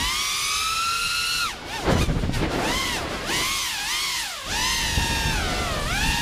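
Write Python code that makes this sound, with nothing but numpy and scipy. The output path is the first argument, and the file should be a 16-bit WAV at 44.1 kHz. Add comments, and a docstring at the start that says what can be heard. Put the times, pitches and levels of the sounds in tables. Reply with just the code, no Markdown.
"""Outdoors, a small racing drone heard from aboard, by the mono microphone that it carries.
First its three-bladed rotors climb: three whines, each a stack of sines on its own blade rate, over a hiss
of banded noise that brightens as it gets louder. Near 1.5 s the whines plunge, and in a tumbling turn about
2 s the wind buffets the microphone port with rumble, rush and thumps. The throttle then swings up and down,
and from about 4.5 s the wind rises again in a fast descent, with two more thumps."""
import sys
import numpy as np
from scipy import signal
from scipy.io import wavfile
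from scipy.ndimage import uniform_filter1d

SR = 44100
rng = np.random.default_rng(int(sys.argv[2]) if len(sys.argv) > 2 else 0)


def output_pcm(signal):
    """Save a mono or channel-first signal as 16-bit PCM at the path in sys.argv[1].

    Samples are clipped to [-1, 1] before scaling.
    """
    pcm = np.clip(np.atleast_2d(signal).T, -1, 1) * 32767
    wavfile.write(sys.argv[1], SR, np.round(pcm).astype(np.int16))


N = 273952

# Wind on the port. Each row: time in seconds, rumble level in dB, rush above the rumble in dB (before RUSH_LIFT_DB).
WIND_LEVELS = [(0.0, -22.5, -20), (0.08, -36.5, -15), (0.3, -44, -26), (1.2, -40.5, -19), (1.6, -42.5, 2),
               (1.76, -40.5, -1), (1.82, -42, 9), (1.9, -19.5, 0), (1.98, -21, -7.5), (2.1, -16.5, -14),
               (2.18, -19.5, -13.5), (2.24, -19, -9), (2.29, -21, -16), (2.38, -21.5, -10),
               (2.42, -22, -4.5), (2.46, -26.5, -0.5), (2.51, -28.5, 1.5), (2.62, -34, 8), (2.7, -32.5, 6),
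               (2.8, -29.5, -5.5), (3.15, -36, 5), (3.3, -32, 0), (3.4, -36, -1), (3.75, -45, -8),
               (4.2, -44.5, -12), (4.35, -55, -15), (4.45, -42, -6), (4.52, -32.5, -6), (4.8, -30, -13),
               (5.05, -26, -10), (5.42, -24.5, -9.5), (5.6, -27.5, -3), (5.8, -27, -10), (5.97, -24, -16),
               (6.21, -27, -14.5)]
# The wind lets go of the port as the craft tumbles. Each row: deepest point, onset and return in seconds, change in dB.
WIND_LULLS = [(2.07, 0.038, 0.019, -9.5), (2.14, 0.028, 0.039, -3.5), (2.21, 0.024, 0.026, -13),
              (2.33, 0.11, 0.039, -6)]
# Colour of the low wind rumble. Each row: frequency in Hz, relative level in dB per Hz.
RUMBLE_COLOUR = [(20, -5), (40, 3.5), (80, -2.5), (160, -7), (300, -14), (600, -49)]
# Colour of the wind's rush and of the thumps' flutter. Each row: frequency in Hz, relative level in dB per Hz.
RUSH_COLOUR = [(100, -1), (200, -0.5), (350, 3), (600, -1), (1000, -5.5), (2000, -10), (4000, -22.5)]
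# Single eddies on the port. Each row: start in seconds, level in dB before the band-pass, swing-back time in ms.
EDDY_THUMPS = [(1.904, -7, 0.42), (1.921, -9, 0.42), (1.949, -6.5, 0.37), (2.008, -17, 0.43),
               (2.029, -8.5, 0.69), (2.098, -14, 0.39), (2.11, -20, .4), (2.15, -23, .4), (2.187, -16, .4),
               (2.232, -12, .1), (2.289, -10.5, 0.42), (2.389, -26, .4), (4.971, -7, 2.4),
               (5.252, -11, 2.2)]
# Colour of the blade hiss, before its tilt. Each row: frequency in Hz, relative level in dB per Hz.
BLADE_HISS_COLOUR = [(59, -32), (100, -21), (610, -12.5), (1300, -5.5), (1740, -7.5), (2710, -2),
                     (3960, 0.5), (4680, -3), (9980, -11.5), (15200, -22.5)]
# The throttle, before smoothing. Each row: time in seconds, blade rate of the middle rotor in Hz.
THROTTLE_CURVE = [(0.0, 935), (0.05, 992), (0.2, 1117), (0.42, 1198), (0.62, 1274), (0.82, 1341),
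                  (0.95, 1370), (1.1, 1390), (1.35, 1462), (1.42, 1415), (1.455, 1345), (1.49, 1117),
                  (1.53, 803), (1.645, 461), (1.68, 618), (1.754, 773), (1.87, 564.6), (2.1, 774),
                  (2.345, 766), (2.39, 682.5), (2.61, 691), (2.65, 861.5), (2.75, 1043), (2.92, 1066),
                  (2.96, 993), (3.02, 686.5), (3.08, 604), (3.13, 675), (3.17, 658.8), (3.25, 589),
                  (3.33, 985), (3.52, 1184), (3.59, 1168), (3.78, 808.5), (3.85, 836), (3.92, 1012),
                  (4.04, 1118), (4.2, 1006), (4.32, 710.5), (4.4, 579), (4.455, 546.6), (4.52, 832),
                  (4.59, 915), (4.7, 967), (4.8, 956.5), (4.95, 912.6), (5.3, 864), (5.36, 818),
                  (5.43, 721), (5.5, 672), (5.63, 686.4), (5.78, 589.7), (5.85, 569.6), (5.95, 780),
                  (6.06, 884), (6.13, 904), (6.21, 901)]
# Steering drives the rotors apart. Each row: time in seconds, speed of the fast and of the slow rotor
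# as ratios to the middle one.
STEERING_RATIOS = [(0.0, 1.17, 0.86), (0.12, 1.13, .91), (0.4, 1.045, 0.92), (0.8, 1.006, 0.94),
                   (1.1, 1.01, 0.94), (1.35, 0.98, 0.93), (1.45, 1.006, 0.92), (1.58, 1.08, .9),
                   (1.645, 1.57, 0.83), (1.68, 1.19, .87), (1.76, 1.21, .87), (1.87, 1.06, 0.59),
                   (1.92, 1.68, 0.78), (1.99, 1.45, 0.8), (2.016, 1.78, .87), (2.06, 1.6, .87),
                   (2.12, 1.44, 0.94), (2.2, 1.17, 1), (2.47, 1.3, 0.83), (2.61, 1.31, 0.88),
                   (2.66, 1.13, 0.98), (2.8, 1.03, .985), (2.91, 1.02, 0.92), (3.03, 1.04, 0.86),
                   (3.12, 1.1, 0.9), (3.17, 1.26, 0.79), (3.25, 1.35, .93), (3.33, 1.11, 0.94),
                   (3.45, 1.08, 0.93), (3.58, 1.065, 0.92), (3.72, 1.12, 0.94), (3.81, 1.19, 0.96),
                   (3.92, 1.2, 0.91), (4.03, 1.09, .925), (4.2, 0.96, 0.93), (4.32, 1.01, 0.94),
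                   (4.45, 0.95, 0.91), (4.55, 1.053, 0.95), (4.78, 1.09, .96), (4.92, 1.05, .92),
                   (5.0, 1.03, .925), (5.35, 1.05, 0.92), (5.5, 1.09, 0.89), (5.7, 1.07, 0.86),
                   (5.87, 1.03, .83), (6.06, 1.04, .92), (6.21, 1.03, .93)]
# How hard the blades bite the air, beyond what speed gives. Each row: time in seconds, level in dB.
BLADE_BITE = [(0.0, 0.5), (0.6, -0.5), (0.8, -3), (1.42, -2), (1.49, -7), (1.57, -12), (1.72, -4.5),
              (1.89, -3), (2.1, -11), (2.32, -13.5), (2.47, -13.5), (2.6, -2.5), (2.7, -2), (2.96, -2.5),
              (3.06, -5), (3.23, -4.5), (3.3, 1.5), (3.6, 0.5), (4.44, 0), (4.67, 1.5), (5.3, -0.5),
              (5.83, 2), (6.21, 1)]
# Spurts of the motors as the craft catches itself. Each row: peak, rise and fall in seconds, level in dB.
MOTOR_SPURTS = [(1.755, 0.03, 0.036, 0.5), (1.92, .03, 0.04, 9.5), (2.02, 0.069, 0.057, 12.5),
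                (2.21, 0.042, 0.052, 3), (2.345, 0.027, 0.14, 15.5), (2.52, 0.029, 0.057, 7),
                (3.13, .06, 0.079, 1.5)]
# Low overtones against the blade noise. Each row: time in seconds, fast, middle and slow rotor in dB.
WHINE_ABOVE_NOISE = [(0.0, 0, 6.5, -10), (0.2, -10, 5, -9.5), (0.45, -4, 0.5, -3.5), (0.7, -1, 0, -3),
                     (0.95, 1, -0.5, -2), (1.2, 0, 0.5, 1.5), (1.43, 2, -1.5, 0), (1.6, 4.5, 4, 3.5),
                     (1.68, 4.5, 2, -5), (1.76, 6.5, 3.5, -14), (1.88, -3, -11, -20), (1.92, -3, -17, -21),
                     (1.97, 7, -21, -21), (2.025, 3.5, -25, -24), (2.11, -4, -18, -18),
                     (2.18, -17, -16, -20), (2.35, -0.5, 0.5, -25), (2.55, -2, 4, -20),
                     (2.66, -18, 2.5, 0.5), (2.8, -1.5, 6.5, -0.5), (2.93, -0.5, -6, 1), (3.05, 2, -7, 0),
                     (3.15, 2, 9.5, 0), (3.25, 3, 0, 3), (3.32, -4, 5, -2), (3.55, -8, -6, -1.5),
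                     (3.8, -10, 4.5, -11), (3.95, -4.5, 4, -7), (4.15, -10, 2, -6), (4.4, -0.5, -9, -5.5),
                     (4.55, 1.5, -2, -1.5), (5.0, -2, 4, -5), (5.3, 4, 0.5, -2.5), (5.5, 2, 6, -0.5),
                     (5.7, -7, 8, -4), (5.85, -6, 9, -6), (6.0, -1.5, 9, -5.5), (6.21, 3, 2, -2.5)]
# Base balance of each rotor, fast to slow. Each row: blade tone and high overtones in dB against the low overtones,
# lift of the sixth multiple in dB.
ROTOR_VOICES = [(-1.5, -5.5, 2), (-7.5, -9, -2.5), (-1.5, -5, -1)]
# Lines of one rotor swell or fade for a while. Each row: rotor (0 fast, 1 middle, 2 slow),
# lines (0 blade tone, 1 high overtones, 2 sixth multiple), peak, rise and fall in seconds, change in dB.
LINE_SWELLS = [(0, 0, 0.18, 0.11, 0.26, 9.5), (1, 0, 0.885, 0.58, 0.45, 21), (0, 0, 0.808, 0.28, 0.41, -20),
               (2, 0, .95, 0.25, 0.21, -6), (0, 0, 1.46, 0.081, 0.068, 10), (1, 0, 1.55, 0.11, .1, 12),
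               (0, 0, 1.8, 0.13, 0.087, 7.5), (1, 0, 2.612, 0.24, 0.18, 14.5), (0, 0, 4.9, .2, 0.14, -21),
               (0, 0, 2.8, 0.099, 0.15, 5), (0, 0, 3.205, 0.35, .12, -25), (1, 0, 3.52, 0.35, 0.37, 2),
               (1, 0, 3.95, 0.12, 0.28, -3), (0, 0, 5.03, 0.26, 0.18, 9.5), (2, 0, 5.23, 0.43, .3, -12),
               (0, 0, 5.7, 0.19, .12, 12), (0, 1, .2, 0.17, 0.29, 8), (1, 1, 0.58, 0.68, 0.68, 11),
               (0, 1, 1.574, 0.23, 0.32, 0), (0, 1, 2.66, 0.31, 0.16, -6), (1, 1, 3.36, 0.17, 0.38, -7),
               (0, 1, 3.2, .15, 0.2, -5), (0, 1, 3.55, 0.17, 0.18, 10), (2, 1, 3.68, 0.26, 0.19, 1),
               (2, 2, 3.62, .25, 0.19, 11.5), (2, 2, 3.82, 0.13, .08, 14), (1, 2, 3.9, 0.089, .1, 4.5),
               (1, 1, 4.03, 0.18, 0.29, 7), (2, 1, 4.0, .12, 0.23, -12), (0, 1, 4.706, 0.44, 0.85, 7.5),
               (1, 1, 5.3, 0.26, 0.26, -8), (0, 1, 5.88, .3, 0.33, -11)]
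# Low overtones before the body's colouring. Each row: multiple of the blade rate, fast, middle and slow rotor in dB.
LOW_OVERTONES = [(2, -1, -3.5, 2.5), (3, -3.5, -5.5, -2)]
# Unbalance. Each row: multiple of the shaft rate, level in dB against the low overtones.
SHAFT_LINES = [(1, -21), (5, -69), (7, -49)]
# The body's colouring of multiples 2 and 3. Each row: frequency in Hz, gain in dB.
BODY_LOW = [(1100, -0.5), (1700, -1.5), (2100, -1.5), (2700, 1.5), (3200, 0), (4300, 3.5)]
# The body's colouring of multiples 4 to 8. Each row: frequency in Hz, gain in dB.
BODY_HIGH = [(2500, 3), (3800, 0), (4500, -6), (5300, -4.5), (6100, -4), (6800, -11), (8200, -23.5),
             (9600, -8.5), (10500, -10), (12000, -19)]

BLADES = 3
INERTIA_S = 0.0287   # moving average that rounds the corners of the throttle
# blade noise before bite and spurts: level from the knee up, and its fall per octave of speed under the knee
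FULL_DB, KNEE_HZ, BELOW_KNEE_DB = -33, 1029, 10.5
HIGH_PER_OCTAVE_DB = 6   # high overtones gain this per octave above the knee and lose it below
RUSH_LIFT_DB = 2
THUMP_MS = 2.51   # time unit of a thump; its push peaks two units after the start
CUTOFF_HZ = 15420


def from_db(db):
    """Decibels to amplitude gain."""
    return 10 ** (np.asarray(db) / 20)


def rms_one(x):
    """Scales to rms 1."""
    return x / np.sqrt(np.mean(x ** 2) + 1e-20)


def in_time(rows):
    """Columns of a table as curves, one value a sample."""
    seconds, *columns = np.transpose(rows)
    return [np.interp(np.arange(N) / SR, seconds, column) for column in columns]


def bumps_db(rows):
    """Sum of straight rises and falls in dB, one for each row."""
    t = np.arange(N) / SR
    return sum(np.interp(t, [peak - rise, peak, peak + fall], [0, db, 0]) for peak, rise, fall, db in rows)


def drift(rate_hz):
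    """Slow chance: noise at every 20th sample through a double one-pole low-pass; rms 1."""
    pole = np.exp(-2 * np.pi * rate_hz * 20 / SR)
    white = rng.standard_normal(N // 20 + 3002)
    slow = signal.lfilter([1], [1, -2 * pole, pole ** 2], white)[3000:]   # drops the filter's start
    return np.interp(np.arange(N) / 20, np.arange(len(slow)), rms_one(slow))


def banded_noise(colour, shared_db, own_db, rate_hz, tilt_db_per_octave=0):
    """Half-octave noise bands that flicker partly together; about rms 1 before the tilt, which pivots at 6 kHz."""
    hz, db = np.transpose(colour)
    edges = hz[0] * 2 ** np.arange(0, np.log2(hz[-1] / hz[0]) + 0.5, 0.5)
    white = rng.standard_normal((2, N))   # neighbouring bands take turns, so they stay independent
    together = drift(rate_hz)
    out, power = np.zeros(N), 0
    for k, (low, high) in enumerate(zip(edges, edges[1:])):
        band_pass = signal.butter(2, [low, min(high, 0.45 * SR)], "band", fs=SR, output="sos")
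        centre = np.sqrt(low * high)
        colour_db = np.interp(np.log(centre), np.log(hz), db)
        flicker_db = shared_db * together + own_db * drift(rate_hz)
        band = signal.sosfilt(band_pass, white[k % 2]) * from_db(colour_db + flicker_db)
        power += np.mean(band ** 2)
        out += band * from_db(tilt_db_per_octave * np.log2(centre / 6000))
    return out / np.sqrt(power)


def wind():
    """Lumpy pressure on the port: a low rumble and a rush above it, swelling together."""
    rumble_db, rush_db = in_time(WIND_LEVELS)
    rumble = banded_noise(RUMBLE_COLOUR, shared_db=0.5, own_db=1.5, rate_hz=21)
    rush = banded_noise(RUSH_COLOUR, shared_db=1.0, own_db=2.0, rate_hz=12.7)
    lumps = from_db(1.38 * drift(12.5))
    level = from_db(rumble_db + bumps_db(WIND_LULLS)) * lumps
    return level * (rumble + from_db(rush_db + RUSH_LIFT_DB) * rush)


def thumps():
    """Each eddy pushes the membrane out, snaps it back and leaves a short flutter."""
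    out, t = np.zeros(N), np.arange(N) / SR
    flutter = banded_noise(RUSH_COLOUR, shared_db=4, own_db=1.5, rate_hz=60)
    for start, db, back_ms in EDDY_THUMPS:
        u = (t - start) * 1000 / THUMP_MS - 2   # zero at the peak of the push
        push = np.exp(-1.3 * u ** 2) * (u <= 0)
        fade = np.exp(-np.abs(u) / 2.2) * (u > 0)
        outward = np.exp(-(u * THUMP_MS / back_ms) ** 2)
        rebound = (1 - outward) * (0.39 * flutter - 0.45)
        out += from_db(db) * (push + fade * (outward + rebound))
    port_band = signal.butter(2, [45, 700], "band", fs=SR, output="sos")
    return signal.sosfilt(port_band, out + 1e-18)


def hiss(noise_db):
    """Vortices shed by the blades: the louder, the brighter."""
    tilt = 0.225 * (noise_db + 38)   # dB per octave
    noise = banded_noise(BLADE_HISS_COLOUR, shared_db=0.0, own_db=0.96, rate_hz=9.8, tilt_db_per_octave=tilt)
    return from_db(noise_db + 7.0) * noise


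def flight():
    """Blade rate of each rotor, and the level of the blade noise that speed, bite and spurts give."""
    middle_hz = uniform_filter1d(in_time(THROTTLE_CURVE)[0], int(INERTIA_S * SR), mode="nearest")
    fast, slow = in_time(STEERING_RATIOS)
    speed_db = FULL_DB + BELOW_KNEE_DB * np.minimum(np.log2(middle_hz / KNEE_HZ), 0)
    noise_db = speed_db + in_time(BLADE_BITE)[0] + bumps_db(MOTOR_SPURTS)
    return (fast * middle_hz, middle_hz, slow * middle_hz), noise_db


def line_levels(index, blade_hz, noise_db):
    """Levels of a rotor's blade tone, low and high overtones, and the lift of its sixth multiple."""
    low_db = noise_db + in_time(WHINE_ABOVE_NOISE)[index]

    def swollen(lines):
        swells = [row[2:] for row in LINE_SWELLS if row[0] == index and row[1] == lines]
        return ROTOR_VOICES[index][lines] + bumps_db(swells)

    high_db = swollen(1) + HIGH_PER_OCTAVE_DB * np.log2(blade_hz / KNEE_HZ)
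    return low_db + swollen(0), low_db, low_db + high_db, swollen(2)


def rotor(blade_hz, levels_db, overtone_db, wobble, sway_db, rough):
    """Sines on the blade rate; the speed wobbles, and turbulent inflow sways and roughens each line."""
    tone_db, low_db, high_db, sixth_db = levels_db
    turn = 2 * np.pi * np.cumsum(blade_hz * (1 + wobble * drift(36.1))) / SR
    low_hz, low_gain_db = np.transpose(BODY_LOW)
    high_hz, high_gain_db = np.transpose(BODY_HIGH)

    def line(multiple):
        phase = multiple * turn + rng.uniform(0, 2 * np.pi)
        clean = from_db(sway_db * drift(11.0)) * np.cos(phase)
        # fast drifts spread a skirt of noise round the line: stronger up to multiple 3, ever wider above
        skirt, spread_hz = rough * np.sqrt(min(multiple, 3)), 70 + 8 * multiple
        noisy = drift(spread_hz) * np.cos(phase) + drift(spread_hz) * np.sin(phase)
        return np.sqrt(2) * (clean + skirt * noisy)

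    low, high = np.zeros(N), np.zeros(N)
    for row, db in zip(LOW_OVERTONES, overtone_db):
        body_db = np.interp(row[0] * blade_hz, low_hz, low_gain_db)
        low += from_db(db + body_db) * line(row[0])
    for multiple, db in SHAFT_LINES:
        low += from_db(db) * line(multiple / BLADES)
    for multiple in range(4, 9):
        body_db = np.interp(np.log(multiple * blade_hz), np.log(high_hz), high_gain_db)
        high += from_db(body_db + sixth_db * (multiple == 6)) * line(multiple)
    return from_db(tone_db) * line(1) + from_db(low_db) * low + from_db(high_db) * high


def scene():
    """Wind and thumps on the port, hiss and three rotors close by, the same in both channels."""
    speeds_hz, noise_db = flight()
    shares_db = np.transpose(LOW_OVERTONES)[1:]
    whine = np.zeros(N)
    for k, blade_hz in enumerate(speeds_hz):
        levels_db = line_levels(k, blade_hz, noise_db)
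        whine += rotor(blade_hz, levels_db, shares_db[k], wobble=0.0025, sway_db=1.6, rough=0.22)
    return np.tile(wind() + thumps() + hiss(noise_db) + whine, (2, 1))


def record(dry):
    """The microphone's signal: peaks are rounded, then a steep low-pass cuts the top."""
    rounded = 0.38 * np.tanh(dry / 0.46)
    return signal.sosfilt(signal.cheby2(24, 70, CUTOFF_HZ, fs=SR, output="sos"), rounded)


dry = scene()
out = record(dry)
output_pcm(out)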